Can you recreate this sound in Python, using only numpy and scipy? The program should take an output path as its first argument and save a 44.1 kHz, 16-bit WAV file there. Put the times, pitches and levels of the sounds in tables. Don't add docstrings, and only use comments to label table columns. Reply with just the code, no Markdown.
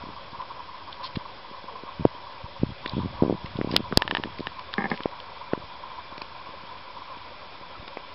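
import sys
import numpy as np
from scipy import signal
from scipy.io import wavfile
from scipy.ndimage import uniform_filter1d

SR = 44100
rng = np.random.default_rng(int(sys.argv[2]) if len(sys.argv) > 2 else 0)


def gain_from_db(level_db):
    decades = np.asarray(level_db, float) / 20
    return 10 ** decades


def dump(signal):
    limited = np.clip(np.atleast_2d(signal).T, -1, 1)
    pcm = np.round(limited * 32767).astype(np.int16)
    wavfile.write(sys.argv[1], SR, pcm)


N = 358974
SLIP_HALF = 882


def evened(x):
    return x / np.sqrt(np.mean(x ** 2) + 1e-20)


def add(mix, s, sound):
    part = mix[round(s * SR):][:len(sound)]
    part += sound[:len(part)]


def resonate(x, hz, width):
    turn = np.exp(2j * np.pi * hz * np.arange(len(x)) / SR)
    r = np.exp(-np.pi * width / SR)
    return 2 * (turn * signal.lfilter([1 - r], [1, -r], x / turn)).real


def band(noise, hz, width):
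    return evened(resonate(resonate(noise, hz, width), hz, width))


def body(x, modes):
    return sum((-1) ** k * gain_from_db(db) * resonate(x, hz, width) for k, (hz, width, db) in enumerate(modes))


def hit(db, modes, t60, noise, grit=.5, rise=0.00048):
    t = np.arange(len(noise)) / SR - rise
    swell_db = np.where(t < 0, 16 * t / rise, -60 * t / max(t60, .002))
    drive = grit * noise * gain_from_db(swell_db)
    drive[round(rise * SR)] -= 3.0
    ring = body(drive, modes)
    return gain_from_db(db) * ring / abs(ring).max()


def slip(db, hz, lean):
    def shape(u):
        even = (1 - abs(lean)) * (1 - u ** 2)
        push_pull = np.sqrt(np.e) * lean * u
        return np.exp(-u ** 2 / 2) * (even + push_pull)

    t = np.arange(-SLIP_HALF, SLIP_HALF) / SR
    u = t * hz * np.pi * np.sqrt(2)
    push = shape(u - .3 * (np.sqrt(u ** 2 + .3) - np.sqrt(.3)))
    push = push + gain_from_db(-18) * shape(1.9 * (u + 0.29))
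    return gain_from_db(db) * push / abs(push).max()


def stick_slip(mix, slips, way, hz, octave_db, lean):
    for s, db in slips:
        pitch = hz * 2 ** ((db + 19.5) / octave_db)
        add(mix, s - SLIP_HALF / SR, way * slip(db, pitch, lean))


# time in seconds, openness of the hollow under the hand in dB,
# grip effort in dB.
HAND = [(0, -45, -49.5), (.3, -50.5, -55), (.4, -42.5, -58.5), (1.25, -46, -56.5), (1.38, -52, -57),
        (1.449, -47.5, -61.5), (2.561, -45.5, -58.5), (2.67, -53.5, -56.5), (2.789, -61.5, -53),
        (2.82, -44, -49), (3.152, -44, -41.5), (3.3, -47.5, -50), (3.779, -44.5, -42.5), (4.5, -49, -54),
        (5.1, -46.5, -58.5), (7.4, -46.5, -60), (7.55, -51, -60.5), (8.14, -49.5, -63)]


def hand():
    s, *controls = np.transpose(HAND)
    return [np.interp(np.arange(N) / SR, s, db) for db in controls]


# frequency in Hz, level in dB per Hz.
HISS_COLOUR = [(40, -6), (200, -3.5), (450, -0.5), (750, 3), (1300, -1.5), (1600, -1), (1900, -9.5),
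               (2350, -2), (2900, -7.5), (3350, -0.5), (3800, -9), (5600, -11)]


def patchy_hiss(effort):
    level = gain_from_db(-50.5 + .12 * (effort - effort.mean()))
    frames, hz = N // 128 + 5, np.fft.rfftfreq(512, 1 / SR)
    a, b, patches = rng.standard_normal((frames, 257, 3)).T
    patches = uniform_filter1d(patches, size=6, axis=0)
    patches = evened(uniform_filter1d(patches, size=16, axis=1))
    colour_hz, colour_db = np.transpose(HISS_COLOUR)
    colour = np.interp(np.log(hz + 1), np.log(colour_hz), colour_db, right=-60)
    spectrum = (a + 1j * b) * gain_from_db(colour[:, None] + 1.5 * patches)
    hiss = signal.istft(spectrum, nperseg=512, noverlap=384)[1][:N]
    return gain_from_db(3.0) * level * evened(hiss)


# frequency in Hz, width in Hz.
HOLLOW_BANDS = [(1012.7, 150), (561.5, 70)]


def hollows(opening):
    upper = gain_from_db(2 + opening)
    lower = gain_from_db(-55 + .2 * (opening - opening.mean()))
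    out = np.zeros(N)
    for level, (hz, width) in zip((upper, lower), HOLLOW_BANDS):
        breath, wobble = rng.standard_normal((2, N))
        slow = uniform_filter1d(uniform_filter1d(wobble, size=700), size=700)
        flutter = gain_from_db(3.9 * evened(slow))
        patter = gain_from_db(14.0) * breath * (abs(wobble) > 3.0)
        first = resonate(flutter * breath + patter, hz - .4 * width, .8 * width)
        out += level * evened(resonate(first, hz + .4 * width, 1.1 * width))
    return out


def grip_rumble(effort):
    low = resonate(rng.standard_normal(N), 80, 90)
    return gain_from_db(-1.0) * gain_from_db(effort) * evened(resonate(low, 110, 250))


# frequency in Hz, width in Hz, level in dB.
ROOM_BANDS = [(1361, 110, -60.5), (1607, 220, -63), (2329, 260, -58.5), (3538, 300, -63.5)]
# frequency in Hz, width in Hz, level in dB.
DRONE_BANDS = [(30.2, 40, -66), (76.3, 16, -63)]


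def room_tone():
    away = gain_from_db(np.interp(np.arange(N) / SR, (5.3, 4.5), (-12, 0)))
    out = np.zeros(N)
    for level, bands in ((away, ROOM_BANDS), (1, DRONE_BANDS)):
        noise = rng.standard_normal(N)
        out += level * sum(gain_from_db(db) * band(noise, hz, width) for hz, width, db in bands)
    return out


# frequency in Hz, level in dB.
WHINE_TONES = [(1988, -67.5), (2007, -68), (3985, -70), (4005, -69)]


def whine():
    t = np.arange(N) / SR
    return sum(gain_from_db(db) * np.sqrt(2) * np.sin(2 * np.pi * (hz * t + rng.random())) for hz, db in WHINE_TONES)


# time in seconds, peak in dB, pitch in Hz.
SHELL_NUDGES = [(.01, -32, 230), (.037, -30.5, 229), (0.067, -33.5, 223), (0.088, -32, 250),
                (.098, -37, 233), (0.248, -41.5, 150), (0.329, -36, 200), (0.386, -40.5, 121),
                (1.512, -34.5, 300), (1.64, -33.5, 347), (2.148, -38, 290), (4.051, -30, 260),
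                (4.301, -37.5, 170), (5.6, -42.5, 110), (5.639, -39.5, 100), (5.99, -44, 302),
                (6.123, -35, 300), (6.178, -34.5, 303), (6.217, -33.5, 304), (6.489, -38, 230),
                (6.635, -36.5, 220), (7.17, -37, 252), (7.31, -46, 200), (7.61, -37.5, 320),
                (7.798, -36.5, 80.4), (7.826, -39.5, 200), (7.877, -33.5, 377)]


def nudges(mix):
    for s, db, hz in SHELL_NUDGES:
        add(mix, s + .003 - SLIP_HALF / SR, slip(db, hz, lean=0.3))


def rub(mix, s, length, db, hz, width):
    noise = rng.standard_normal(round(length * SR))
    add(mix, s, gain_from_db(db) * band(noise, hz, width) * signal.windows.tukey(len(noise), .7))


# start in seconds, length in seconds, level in dB.
HOLLOW_SWELLS = [(0.161, 0.02, -39.5), (0.392, 0.031, -33.5), (0.501, 0.035, -39.5), (1.028, 0.036, -34),
                 (1.095, 0.019, -38.5), (1.684, 0.02, -37), (1.751, 0.015, -37.5), (1.87, 0.034, -40),
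                 (2.804, 0.12, -45), (2.994, 0.014, -34), (3.686, 0.021, -36), (4.581, 0.027, -39),
                 (6.119, 0.022, -40.5), (6.21, 0.012, -35), (7.096, 0.031, -39.5)]


def swells(mix):
    for swell in HOLLOW_SWELLS:
        rub(mix, *swell, *HOLLOW_BANDS[0])


# time in seconds, peak in dB, colour in Hz.
SNAPS = [(0.4162, -30.5, 1990), (.926, -27, 3680), (1.1552, -24, 2580), (1.1598, -21, 3880),
         (2.8594, -16, 2700), (2.8755, -25, 3960), (2.894, -23.5, 4120), (3.9732, -13.5, 3270),
         (3.459, -26.5, 1440), (3.568, -28.5, 3600), (3.713, -21.5, 4770), (3.722, -27, 4900),
         (3.7345, -24, 1920), (3.7435, -21, 1680), (3.7732, -25, 2660), (4.1778, -28, 2020),
         (4.385, -26.5, 2620), (4.4, -31, 3840), (4.5928, -25, 2740), (4.730, -27, 2720),
         (4.7372, -17.5, 3150), (4.9005, -26, 2860), (4.962, -33, 3920), (4.974, -24.5, 2560),
         (5.033, -26, 3080), (5.1122, -34, 1590), (5.2, -25, 3200), (6.178, -25, 2040), (6.2171, -22, 2140),
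         (7.8783, -27, 2000)]
# frequency in Hz, width in Hz, level in dB.
SHELL_MODES = [(900, 770, -14.5), (1610, 170, -6), (3460, 690, -1.5), (4930, 1200, -12.5)]


def bright_snaps(mix):
    for s, db, colour in SNAPS:
        modes = []
        for hz, width, level in SHELL_MODES:
            slope = 12.0 if hz > colour else 4.0
            modes.append((hz, width, level - slope * abs(np.log2(hz / colour))))
        modes.append((colour, 1200, 1))
        add(mix, s - .001, hit(db, modes, 0.0094, rng.standard_normal(2000), grit=1.0, rise=0.0033))


# start in seconds, length in seconds, level in dB, colour in Hz, width in Hz.
BEDDING = [
    (1.022, .064, -37, 3800, 3000),
    (3.68, .12, -45, 3000, 3000),
    (4.89, .09, -48, 3000, 3000),
    (2.89, .15, -50, 3400, 700),
    (1.69, .14, -51, 460, 80),
    (7.742, .04, -47, 1300, 90),
    (4.86, .11, -41, 500, 700),
]


def brushes(mix):
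    for brush in BEDDING:
        rub(mix, *brush)


# time in seconds, peak in dB.
BACK_SLIPS = [(1.1566, -32), (1.9985, -21.5), (2.01, -21), (2.0236, -25.5), (2.0598, -21), (2.067, -25),
              (2.601, -31.5), (2.62, -26.5), (2.645, -27), (2.669, -29), (2.693, -27), (2.723, -31.5),
              (2.937, -22.5), (2.9529, -24), (2.9694, -17), (2.9822, -15.5), (2.992, -17), (3.0036, -22),
              (3.013, -26), (3.0233, -31), (3.0362, -22.5), (3.049, -20.5), (3.0596, -18), (3.0682, -28.5),
              (3.078, -36.5), (3.156, -34.5), (3.5581, -24), (3.6023, -24)]


def drag_back(mix):
    stick_slip(mix, BACK_SLIPS, -1, hz=180, octave_db=12, lean=0.052)


# time in seconds, peak in dB, colour in
# Hz.
DULL_SNAPS = [(2.053, -36.5, 1700), (2.6323, -33.5, 720), (3.225, -25, 900), (3.613, -20.5, 1520),
              (3.7621, -15.5, 1040), (3.924, -16, 1110), (3.974, -10, 1530), (5.0057, -20, 1280),
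              (5.058, -28, 1280), (5.534, -18, 1360), (7.972, -25, 1490), (1.159, -24.5, 1130),
              (2.8594, -18.5, 1470), (4.739, -17.5, 1530), (3.7664, -13.5, 1720)]


def dull_snaps(mix):
    for s, db, hz in DULL_SNAPS:
        snap = hit(0, [(hz, 1100, 0)], 0.0085, rng.standard_normal(2000), grit=0.42)
        dull = resonate(resonate(snap, hz, 1.1 * hz), hz, 2.1 * hz)
        add(mix, s, gain_from_db(db) * dull / abs(dull).max())


# time in seconds, peak in dB, pitch in Hz,
# lean (0 even, 1 push-pull), way (+1 push, -1 pull).
FINGER_THUMPS = [(1.1725, -16.5, 184, -0.055, 1), (1.8371, -28.5, 361, 0.5, 1), (2.0532, 1, 401, -0.17, -1),
                 (2.445, -28.5, 89.5, .12, -1), (2.6348, -7, 226, -0.11, 1), (2.705, -29.5, 209, 0.23, 1),
                 (2.8617, -25.5, 320, 0.33, -1), (3.2243, -4, 263, -0.021, 1),
                 (3.4464, -24, 136, -0.064, 1), (3.7623, -13, 570, -.09, 1), (3.9268, -16, 330, -0.18, 1),
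                 (5.006, -25.5, 323, 0.36, 1), (5.0584, -9.5, 438, 0.35, -1), (5.535, -7.5, 417, -0.12, -1),
                 (5.5778, -26, 295, 0.39, -1), (7.9719, -19.5, 557, 0.25, 1)]


def thumps(mix):
    for s, db, hz, lean, way in FINGER_THUMPS:
        add(mix, s - SLIP_HALF / SR, way * slip(db, hz, lean))


# time in seconds, peak in dB.
FORWARD_SLIPS = [(3.236, -8), (3.2507, -15.5), (3.2637, -15.5), (3.281, -15.5), (3.2985, -9),
                 (3.3089, -13.5), (3.315, -27), (3.3269, -12.5), (3.336, -25.5), (3.346, -24.5),
                 (3.352, -26), (3.5901, -15), (3.6142, -13), (3.647, -15), (3.6748, -19), (3.6944, -28),
                 (3.7083, -21), (3.7267, -20), (3.7409, -13.5), (3.7523, -21), (3.7716, -27), (3.781, -24),
                 (3.7966, -23), (3.8056, -19)]


def drag_forward(mix):
    stick_slip(mix, FORWARD_SLIPS, 1, hz=246, octave_db=20, lean=0.079)


# time in seconds, level in dB, ring in Hz, push in dB,
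# push length in seconds.
SHELL_CRACKS = [
    (3.76502, 4, 3100, -25, .0012),
    (3.97401, 6.5, 4790, 0, .00045),
]


def cracks(mix):
    t = np.arange(-100, 1500) / SR
    after = np.maximum(t, 0)
    high_tone = -np.exp(-abs(t) / .00014) * np.cos(2 * np.pi * 4880 * t)
    for s, db, hz, push_db, length in SHELL_CRACKS:
        ring = -np.exp(-np.pi * 1000 * after) * np.cos(2 * np.pi * hz * t) * (t >= 0)
        u = after / length
        push = np.e * u * (np.exp(-u) - 0.02 * np.exp(-u / 3.3))
        add(mix, s - 100 / SR, gain_from_db(db) * (ring + gain_from_db(1.5) * high_tone) + gain_from_db(push_db) * push)


# time in seconds, peak in dB.
EDGE_SLIPS = [(3.9148, -26.5), (3.9313, -21), (4.0983, -29), (4.1264, -21), (4.1367, -26), (4.186, -24),
              (4.1991, -22), (4.2487, -27), (4.2581, -22), (4.2742, -28.5), (4.396, -23), (4.4077, -19.5),
              (4.4733, -28.5)]


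def creep(mix):
    stick_slip(mix, EDGE_SLIPS, 0.96, hz=300, octave_db=29, lean=0.26)


def strike_spot(mix, strikes, modes, t60, rattle, fresh, grit):
    for s, db in strikes:
        noise = rattle + fresh * rng.standard_normal(3000)
        add(mix, s - .0006, hit(db, modes, t60, noise, grit))


# time in seconds, peak in dB.
LID_TICKS = [
    (4.021, -9),
    (4.078, -14.5),
    (4.111, -10),
    (4.15, -9.5),
    (4.1698, -12),
    (4.237, -15.5),
    (4.470, -15.5),
]
# frequency in Hz, width in Hz, level in dB.
LID_MODES = [(400, 270, -5), (942, 130, 6), (1776, 130, 1), (2190, 390, -11), (2950, 420, -2),
             (3840, 400, -9), (4600, 230, -15), (5470, 310, -17)]


def lid_ticks(mix, rattle):
    strike_spot(mix, LID_TICKS, LID_MODES, 0.01, rattle, fresh=0.21, grit=0.22)


# time in seconds, peak in dB.
TRAY_KNOCKS = [(4.781, -12), (4.791, -21.5), (4.801, -23), (4.807, -18.5), (4.82, -19), (4.841, -15),
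               (4.855, -15.5), (4.903, -31.5), (4.915, -11.5), (4.927, -23), (4.939, -26.5), (4.948, -40),
               (4.867, -28)]
# frequency in Hz, width in Hz, level in dB.
TRAY_MODES = [(150, 49, -6.5), (225, 35, 2), (430, 73, -3.5), (588, 83, -10), (796, 43, -3.5),
              (1100, 163, -7.5), (900, 96, -10.5), (1620, 52, -7), (1774, 69, -5), (2133, 120, -12.5)]


def tray_knocks(mix, rattle):
    strike_spot(mix, TRAY_KNOCKS, TRAY_MODES, 0.038, rattle, fresh=0.79, grit=0.17)


def scene():
    opening, effort = hand()
    mix = patchy_hiss(effort) + hollows(opening) + grip_rumble(effort) + room_tone() + whine()
    for play in (nudges, swells, bright_snaps, brushes, drag_back, dull_snaps, thumps,
                 drag_forward, cracks, creep):
        play(mix)
    rattle = rng.standard_normal(3000)
    lid_ticks(mix, rattle)
    tray_knocks(mix, rattle)
    return mix[None]


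def band_limit(x):
    return signal.sosfilt(signal.butter(12, 19000, fs=SR, output="sos"), x)


def record(dry):
    divide, steps = 4, 128
    soft = signal.oaconvolve(dry, signal.firwin(61, 6200, fs=SR)[None], "same")
    slow = soft[:, ::divide]
    coarse = np.clip(np.floor(slow * steps), -steps, steps - 1) / steps
    spaced = np.zeros_like(dry)
    spaced[:, ::divide] = divide * coarse
    stretch = signal.firwin(281, 5470, window=("kaiser", 9), fs=SR)
    smooth = signal.oaconvolve(spaced, stretch[None], "same")
    return band_limit(np.clip(smooth, -1, 1))


dry = scene()
out = record(dry)
dump(out)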